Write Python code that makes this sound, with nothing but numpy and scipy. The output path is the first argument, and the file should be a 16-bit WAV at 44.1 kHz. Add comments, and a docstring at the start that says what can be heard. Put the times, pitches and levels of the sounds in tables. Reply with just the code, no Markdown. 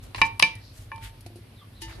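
"""An outdoor stall, with a stereo microphone close to a clay mortar on the table.
A spoon and a wooden pestle strike the clay: two bright clinks ring it and shake the table under it.
A soft knock and a wet scrape through the food follow, things bump on the table, and a metal pot clanks.
Behind them are street wash, a deep rumble, a far engine puffing at idle and a few faint chirps."""
import sys
import numpy as np
from scipy import signal
from scipy.fft import rfft, irfft
from scipy.io import wavfile
from scipy.ndimage import uniform_filter1d

SR = 44100
rng = np.random.default_rng(int(sys.argv[2]) if len(sys.argv) > 2 else 0)


def output_pcm(signal):
    """Save a mono or channel-first signal as 16-bit PCM at the path in sys.argv[1].

    Samples are clipped to [-1, 1] before scaling.
    """
    pcm = np.clip(np.atleast_2d(signal).T, -1, 1) * 32767
    wavfile.write(sys.argv[1], SR, np.round(pcm).astype(np.int16))


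N = 88200


def amp(db):
    """Decibels to gain."""
    return 10 ** (np.asarray(db) / 20)


def unit(x):
    """Scales to rms 1."""
    return x / np.sqrt(np.mean(abs(x) ** 2) + 1e-20)


def read(points, hz):
    """Reads a table on a log-frequency axis."""
    f, value = np.transpose(points)
    return np.interp(np.log(hz + 1), np.log(f + 1), value)


def add(mix, start_s, sound):
    """Mixes a stereo sound in at its start time."""
    part = mix[:, max(round(start_s * SR), 0):][:, :sound.shape[1]]
    part += sound[:, :part.shape[1]]


def pan(db):
    """Left and right gains for a level difference."""
    return amp([[db / 2], [-db / 2]])


def decay(t, t60):
    """Dies away by 60 dB in t60 seconds."""
    return np.exp(-np.log(1000) * t / t60)


def noise(n, colour, likeness):
    """Stereo noise of rms 1 with a spectrum colour(Hz) in dB and a left-right likeness up to 1."""
    hz = np.fft.rfftfreq(n, 1 / SR)
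    left, other = np.exp(2j * np.pi * rng.random((2, len(hz))))
    right = likeness * left + np.sqrt(1 - likeness ** 2) * other
    return unit(irfft(np.array([left, right]) * amp(colour(hz)), n))


def wander(rate_hz):
    """Random motion of rms 1, mostly slower than rate_hz."""
    hz = np.fft.rfftfreq(N, 1 / SR)
    return unit(irfft(rfft(rng.standard_normal(N)) * np.exp(-(hz / rate_hz) ** 2), N))


def struck(blows, modes, rise_s=.0016):
    """Each blow rings the modes of one object; harder contact favours the high ones."""
    out, t = np.zeros((2, N)), np.arange(SR) / SR
    centre_hz = np.exp(np.mean(np.log([mode[0] for mode in modes])))
    phases = rng.uniform(0, 2 * np.pi, len(modes))
    attack = 1 - np.exp(-(t / rise_s) ** 2)
    for start_s, level_db, tilt_db, ring_factor in blows:
        ring = 0
        for (hz, db, t60, side_db, left_lead), phase in zip(modes, phases):
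            wave = np.sin(2 * np.pi * hz * t + phase + np.array([[left_lead], [0]]))
            gain = amp(db + tilt_db * np.log2(hz / centre_hz)) * pan(side_db)
            ring = ring + gain * wave * decay(t, t60 * ring_factor)
        add(out, start_s, amp(level_db) * ring * attack)
    return out


# The short echo of the stall around the microphone. Each row: frequency in Hz, t60 in seconds.
STALL_DECAY = [(150, 0.67), (500, 0.38), (1400, 0.26), (3700, 0.28), (9700, 0.19)]


def stall_reflections(sound, delay_s=.009):
    """The stall throws back sparse reflections whose treble dies first."""
    count, slot = 1400, 20  # one reflection in each slot of 20 samples
    taps = np.zeros((2, count * slot))
    arrivals = np.arange(count) * slot + rng.integers(0, slot, (2, count))
    np.put_along_axis(taps, arrivals, rng.choice([-1., 1.], (2, count)), 1)
    hz, t, spectra = signal.stft(taps, SR, nperseg=256)
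    tail = signal.istft(spectra * decay(t, read(STALL_DECAY, hz)[:, None]), SR, nperseg=256)[1]
    out = np.zeros((2, N))
    add(out, delay_s, signal.fftconvolve(sound, tail / np.linalg.norm(tail[0]), axes=1))
    return out


# The street behind the stall. Each row: frequency in Hz, relative level in dB.
WASH_COLOUR = [(20, -7.5), (45, -4.5), (110, -1.5), (160, -11), (260, -10), (400, -17.5), (600, -19.5),
               (850, -23), (1300, -25), (2500, -25), (4500, -28), (7000, -40), (10000, -32), (12500, -32.5),
               (15000, -50)]
# Its bass is central, its treble wide. Each row: frequency in Hz, left-right likeness.
WASH_LIKENESS = [(60, 0.97), (150, 1), (400, .7), (1500, 0.15), (5000, 0.083), (12000, 0.11)]


def street_wash(level_db=-51, patch_db=1):
    """Street noise that swells and sinks slightly in patches of time and frequency."""
    likeness = read(WASH_LIKENESS, np.fft.rfftfreq(N, 1 / SR))
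    steady = noise(N, lambda hz: read(WASH_COLOUR, hz), likeness)
    spectra = signal.stft(steady, nperseg=1024, noverlap=768)[2]
    patches = uniform_filter1d(rng.standard_normal(spectra.shape[1:]), size=20, axis=0)
    patches = unit(uniform_filter1d(patches, size=12, axis=1))
    patchy = signal.istft(spectra * amp(patch_db * patches), nperseg=1024, noverlap=768)[1]
    return amp(level_db) * unit(patchy[:, :N])


# The deep rumble of the street. Each row: time in seconds, level in dB.
RUMBLE_LEVELS = [(0.0, -76), (0.03, -37), (0.12, -57.5), (0.22, -31), (0.26, -47), (0.75, -54), (0.81, -37),
                 (0.93, -52), (1.06, -36), (1.1, -43), (1.61, -75), (1.89, -35.5), (1.94, -51.5),
                 (2.0, -32.5)]


def street_rumble(centre_hz=47.6, waver_hz=6):
    """A deep tone of unsteady pitch comes and goes."""
    hz = centre_hz + waver_hz * wander(37)
    level_db = np.interp(np.arange(N) / SR, *np.transpose(RUMBLE_LEVELS))
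    return amp(level_db) * np.sin(2 * np.pi * np.cumsum(hz) / SR)


# Resonances of an exhaust, far off. Each row: frequency in Hz, level in dB, t60 in seconds.
EXHAUST_MODES = [(100.4, -34.5, 0.17), (79, -45, 0.16), (240.8, -53.5, .12)]


def idling_engine(firings_per_s=12.88, jitter_s=.0006, spread_db=3, rise_s=.011):
    """A small engine idles: each firing puffs through the exhaust, uneven in time and strength."""
    out, t = np.zeros((2, N)), np.arange(SR // 4) / SR
    ring = sum(amp(db) * np.sin(2 * np.pi * hz * t) * decay(t, t60) for hz, db, t60 in EXHAUST_MODES)
    puff = ring * (1 - np.exp(-(t / rise_s) ** 2))
    for start_s in np.arange(.008, N / SR, 1 / firings_per_s):
        late, strong = rng.standard_normal(2)
        add(out, start_s + jitter_s * late, amp(spread_db * strong) * pan(0) * puff)
    return out


# Chirps in the distance. Each row: start and length in seconds, level in dB,
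# then first, middle and last pitch in Hz.
CHIRP_GLIDES = [(.5, .11, -56, 2090, 1970, 1910), (1.56, .075, -56, 4100, 3550, 3080),
                (1.738, .078, -57, 3500, 4050, 3150), (1.61, .03, -52, 1230, 1150, 1100)]


def distant_chirps(roughness=.04, echo_db=-5.5):
    """Faint rough glides arrive with their reflections."""
    out = np.zeros((2, N))
    for start_s, length_s, db, *pitches_hz in CHIRP_GLIDES:
        progress = np.arange(0, 1, 1 / (length_s * SR))
        glide_hz = np.polyval(np.polyfit([0, .5, 1], pitches_hz, 2), progress)
        hz = glide_hz * (1 + roughness * wander(800)[:len(progress)])
        swell = np.sin(np.pi * progress) ** .5
        add(out, start_s, amp(db) * pan(0) * swell * np.sin(2 * np.pi * np.cumsum(hz) / SR))
    return out + amp(echo_db) * stall_reflections(out)


# A clank of the pot near the mortar. Each row: start in seconds, level in dB,
# brightness in dB per octave, ring length factor.
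POT_BLOWS = [(1.819, -40, 3.5, 0.99)]
# Modes of its metal. Each row: frequency in Hz, level in dB, t60 in seconds at ring factor 1,
# left over right in dB, phase lead of the left channel in radians.
POT_MODES = [(329, 7.5, 0.59, 0, 0.26), (891, 2.5, 0.41, 1, 1.6), (1780, -4, 0.63, 0, 1.3),
             (2036, -10, 0.7, 0, 1.6), (2190, -23, 0.79, 0, 0.097), (2910, 0, 0.23, 0, 1.7),
             (3110, -7, 0.29, 0.13, 1.5), (3740, -13, 0.38, 0, 1.35), (4580, -6.5, .25, 0.016, 3.4),
             (4860, -13, .25, 0, 1.3), (5200, -11, 0.16, 0.23, 0), (5992, -15.5, 0.35, 0, 2.1)]


def metal_pot():
    """One light blow leaves the metal ringing."""
    return struck(POT_BLOWS, POT_MODES)


# Bumps on the table, close by, and the modes they ring. Rows as for the pot's blows and modes.
BUMP_BLOWS = [(1.2625, -34, 3.5, 0.56), (1.302, -44, -4, 1), (1.357, -38.5, -12.5, 1),
              (1.388, -43.5, -20, 0.72)]
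BUMP_RESONANCES = [(265.5, -9.5, 0.046, 0.007, 0.019), (342, -4.5, 0.11, 0, 0.083),
                   (493, -8, 0.053, 0, 0.44), (698, -6, 0.072, 0, 0.092)]


def table_bumps():
    """Things bump on the table: low, dull and quickly damped."""
    return struck(BUMP_BLOWS, BUMP_RESONANCES)


# Strokes through the food and low rubs of handling, close up. Each row: start and length in seconds,
# level in dB, centre in Hz, width to either side in octaves.
SCRAPE_STROKES = [(0.017, 0.067, -49.5, 5960, 3.6), (0.166, 0.076, -45, 2480, 1.6),
                  (0.244, 0.041, -43.5, 4500, 0.88), (0.577, 0.23, -55.5, 4530, 0.22),
                  (.72, 0.17, -50.5, 6830, 2.2), (1.007, 0.11, -44, 2270, 0.75),
                  (1.009, 0.11, -51, 9800, 0.39), (1.803, 0.077, -44, 4000, 0.81),
                  (1.86, 0.12, -46, 1390, 1.1), (1.903, 0.098, -53.5, 4100, 0.2),
                  (1.929, 0.12, -49, 250, 1.22), (.01, .2, -52.5, 230, 1.27)]


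def spoon_scrapes(grain_db=2, peak_at=.32):
    """The spoon slides through wet food: each stroke or rub is a grainy swell of noise."""
    out = np.zeros((2, N))
    for start_s, length_s, db, centre_hz, octaves in SCRAPE_STROKES:
        def band_db(hz):
            return -10 * np.log10(1 + (np.log2((hz + 1) / centre_hz) / octaves) ** 4)
        progress = np.arange(0, 1, 1 / (length_s * SR))
        hiss = noise(SR // 2, band_db, likeness=.14)[:, :len(progress)]
        grains = unit(amp(grain_db * wander(400)))[:len(progress)]
        swell = np.interp(progress, [0, peak_at, 1], [0, 1, 0])
        add(out, start_s, amp(db) * hiss * grains * swell)
    return out


# Soft knocks of the pestle, close up, and the modes of its wood. Rows as for the pot's blows and modes.
PESTLE_BLOWS = [(.9165, -27, -3, 0.42), (0.19, -40, 1, 0.67)]
PESTLE_MODES = [(798, -9.5, .04, 1, 0.093), (1150, -7, 0.031, 0, .5), (1480, -12.5, 0.05, 1, 0.32),
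                (1728, 5, 0.052, 6, 1)]


def wooden_pestle():
    """The wood rings for only a moment after each knock."""
    return struck(PESTLE_BLOWS, PESTLE_MODES)


# Hard contacts of spoon and pestle, close up. Each row: start in seconds, level in dB,
# brightness in dB per octave, t60 in seconds, left over right in dB.
CONTACTS = [(0.1466, -25, -6, 0.043, 0), (0.159, -35, -1, 0.099, 0), (0.181, -30.5, -8, 0.074, 0.5),
            (0.2158, -9, -4.5, 0.027, 3), (0.3953, -21, 14, 0.02, 2), (0.3975, -9, -2.5, 0.017, 2.5),
            (.4252, -5.5, -0.5, 0.015, 0), (0.553, -46, 7, .05, 2), (.917, -36.5, -9, 0.015, 12),
            (0.96, -42.5, 2.5, 0.017, 3), (0.98, -39, -7, .02, 0), (1.207, -46, 12.5, 0.052, 4.5),
            (1.2625, -42.5, 6.5, 0.053, -0.5), (1.358, -52.5, 10, 0.15, 1.5), (1.818, -37, 8, 0.07, 6)]
# Their shared spectrum. Each row: frequency in Hz, relative level in dB.
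CONTACT_COLOUR = [(100, -36), (400, -15.5), (700, -10), (1050, 7), (1400, -13.5), (1800, 2), (2700, 7),
                  (3400, -3), (4200, 4), (5400, -3.5), (7500, -14.5), (10000, -6.5), (12500, -20.5),
                  (15500, -25.5)]


def contact_clacks(rise_s=.00033):
    """Each hard contact is a short burst of dense, heavily damped ringing."""
    out, t = np.zeros((2, N)), np.arange(SR // 10) / SR
    attack = np.minimum(t / rise_s, 1)
    for start_s, db, tilt_db, t60, side_db in CONTACTS:
        def colour_db(hz):
            return read(CONTACT_COLOUR, hz) + tilt_db * np.log2(hz + 100)
        burst = noise(len(t), colour_db, likeness=.25)
        add(out, start_s, amp(db) * pan(side_db) * burst * attack * decay(t, t60))
    return out


# Low modes of the table under the mortar. Rows as for the pot's modes.
TABLE_MODES = [(156.2, -20.5, 0.16, 1, 0.0014), (178.8, -34.5, 0.35, 2.5, 0.0076),
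               (215, -33, 0.24, 0.5, 0.0045), (306.3, -29, 0.21, -2, 0.0068),
               (502, -29.5, 0.24, -7.5, 0.00081)]


def table_thuds(blows):
    """Blows on the mortar pass into the table; only their timing and strength carry over."""
    return struck([(start_s, db, 0, 1) for start_s, db, _, _ in blows], TABLE_MODES)


# Blows on the mortar, right by the microphone. Each row: start in seconds, level in dB,
# brightness in dB per octave, ring length factor.
MORTAR_BLOWS = [(.183, -40.5, -7, .4), (0.2159, -12, 0, 0.72), (0.4257, -11, 6, 0.75),
                (.916, -43.5, -9.5, 1.52), (.959, -71, 0, 0.34)]
LOW_RING_HZ, HIGH_RING_HZ = 901, 2347  # the two modes that ring longest
# Modes of its clay. Rows as for the pot's modes.
MORTAR_MODES = [(560, -27.5, .09, -2.5, -0.38), (LOW_RING_HZ, -7, 0.38, 0.67, -0.71),
                (1027.5, -12.5, .04, -1.5, 1.2), (1063.5, -5.5, .09, -4, 0), (1115, -11, .1, 4, 0.3),
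                (1757, -7, 0.127, -1.5, 1.24), (1994, -24.5, .16, 1.5, -1), (2266.5, -16.5, .12, 2, -6),
                (HIGH_RING_HZ, 2.9, 0.22, -1, 0), (2302, -2, .05, -5.5, 2), (2563, -2.5, .08, 5.5, 0.9),
                (2888.5, -6.5, .07, -13.5, -0.5), (2997.5, -22.5, .14, -5.5, 1.7),
                (3764, -12.5, .09, -1.5, 1.4), (4000.5, -26.5, .2, 0, 1.5), (5029.5, -21.5, .13, 7.5, 2.5),
                (5421.5, -23.5, 0.15, 3, 3), (6301.5, -39, .16, 1, 1), (8530, -42.5, .16, 2, 1)]


def clay_mortar():
    """Two hard blows ring the clay brightly; the lighter touches barely sound it."""
    return struck(MORTAR_BLOWS, MORTAR_MODES)


def scene(ring_echo_db=-15.5, clack_echo_db=-12):
    """Close rings, clacks and scrapes at the stall, over the quiet street."""
    rings = clay_mortar() + wooden_pestle() + table_bumps() + metal_pot()
    clacks = contact_clacks()
    echo = stall_reflections(amp(ring_echo_db) * rings + amp(clack_echo_db) * clacks)
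    close = rings + clacks + table_thuds(MORTAR_BLOWS) + spoon_scrapes()
    background = distant_chirps() + street_wash() + street_rumble() + idling_engine()
    return close + echo + background


# Treble loss of the microphone. Each row: frequency in Hz, gain in dB.
MICROPHONE_TREBLE = [(12000, 0), (12800, 0), (13400, -16), (16000, -24)]


def record(dry):
    """The microphone loses deep bass and top treble; full-scale clipping, then the band limit."""
    low_cut_hz, band_limit_hz = 46, 15700
    hz = np.fft.rfftfreq(N, 1 / SR)
    low_cut = 1 / np.sqrt(1 + (low_cut_hz / (hz + 1)) ** 12)
    picked_up = irfft(rfft(dry) * low_cut * amp(read(MICROPHONE_TREBLE, hz)), N)
    band_limit = signal.firwin(511, band_limit_hz, window=("kaiser", 9), fs=SR)
    return signal.oaconvolve(np.clip(picked_up, -1, 1), band_limit[None], "same")


dry = scene()
out = record(dry)
output_pcm(out)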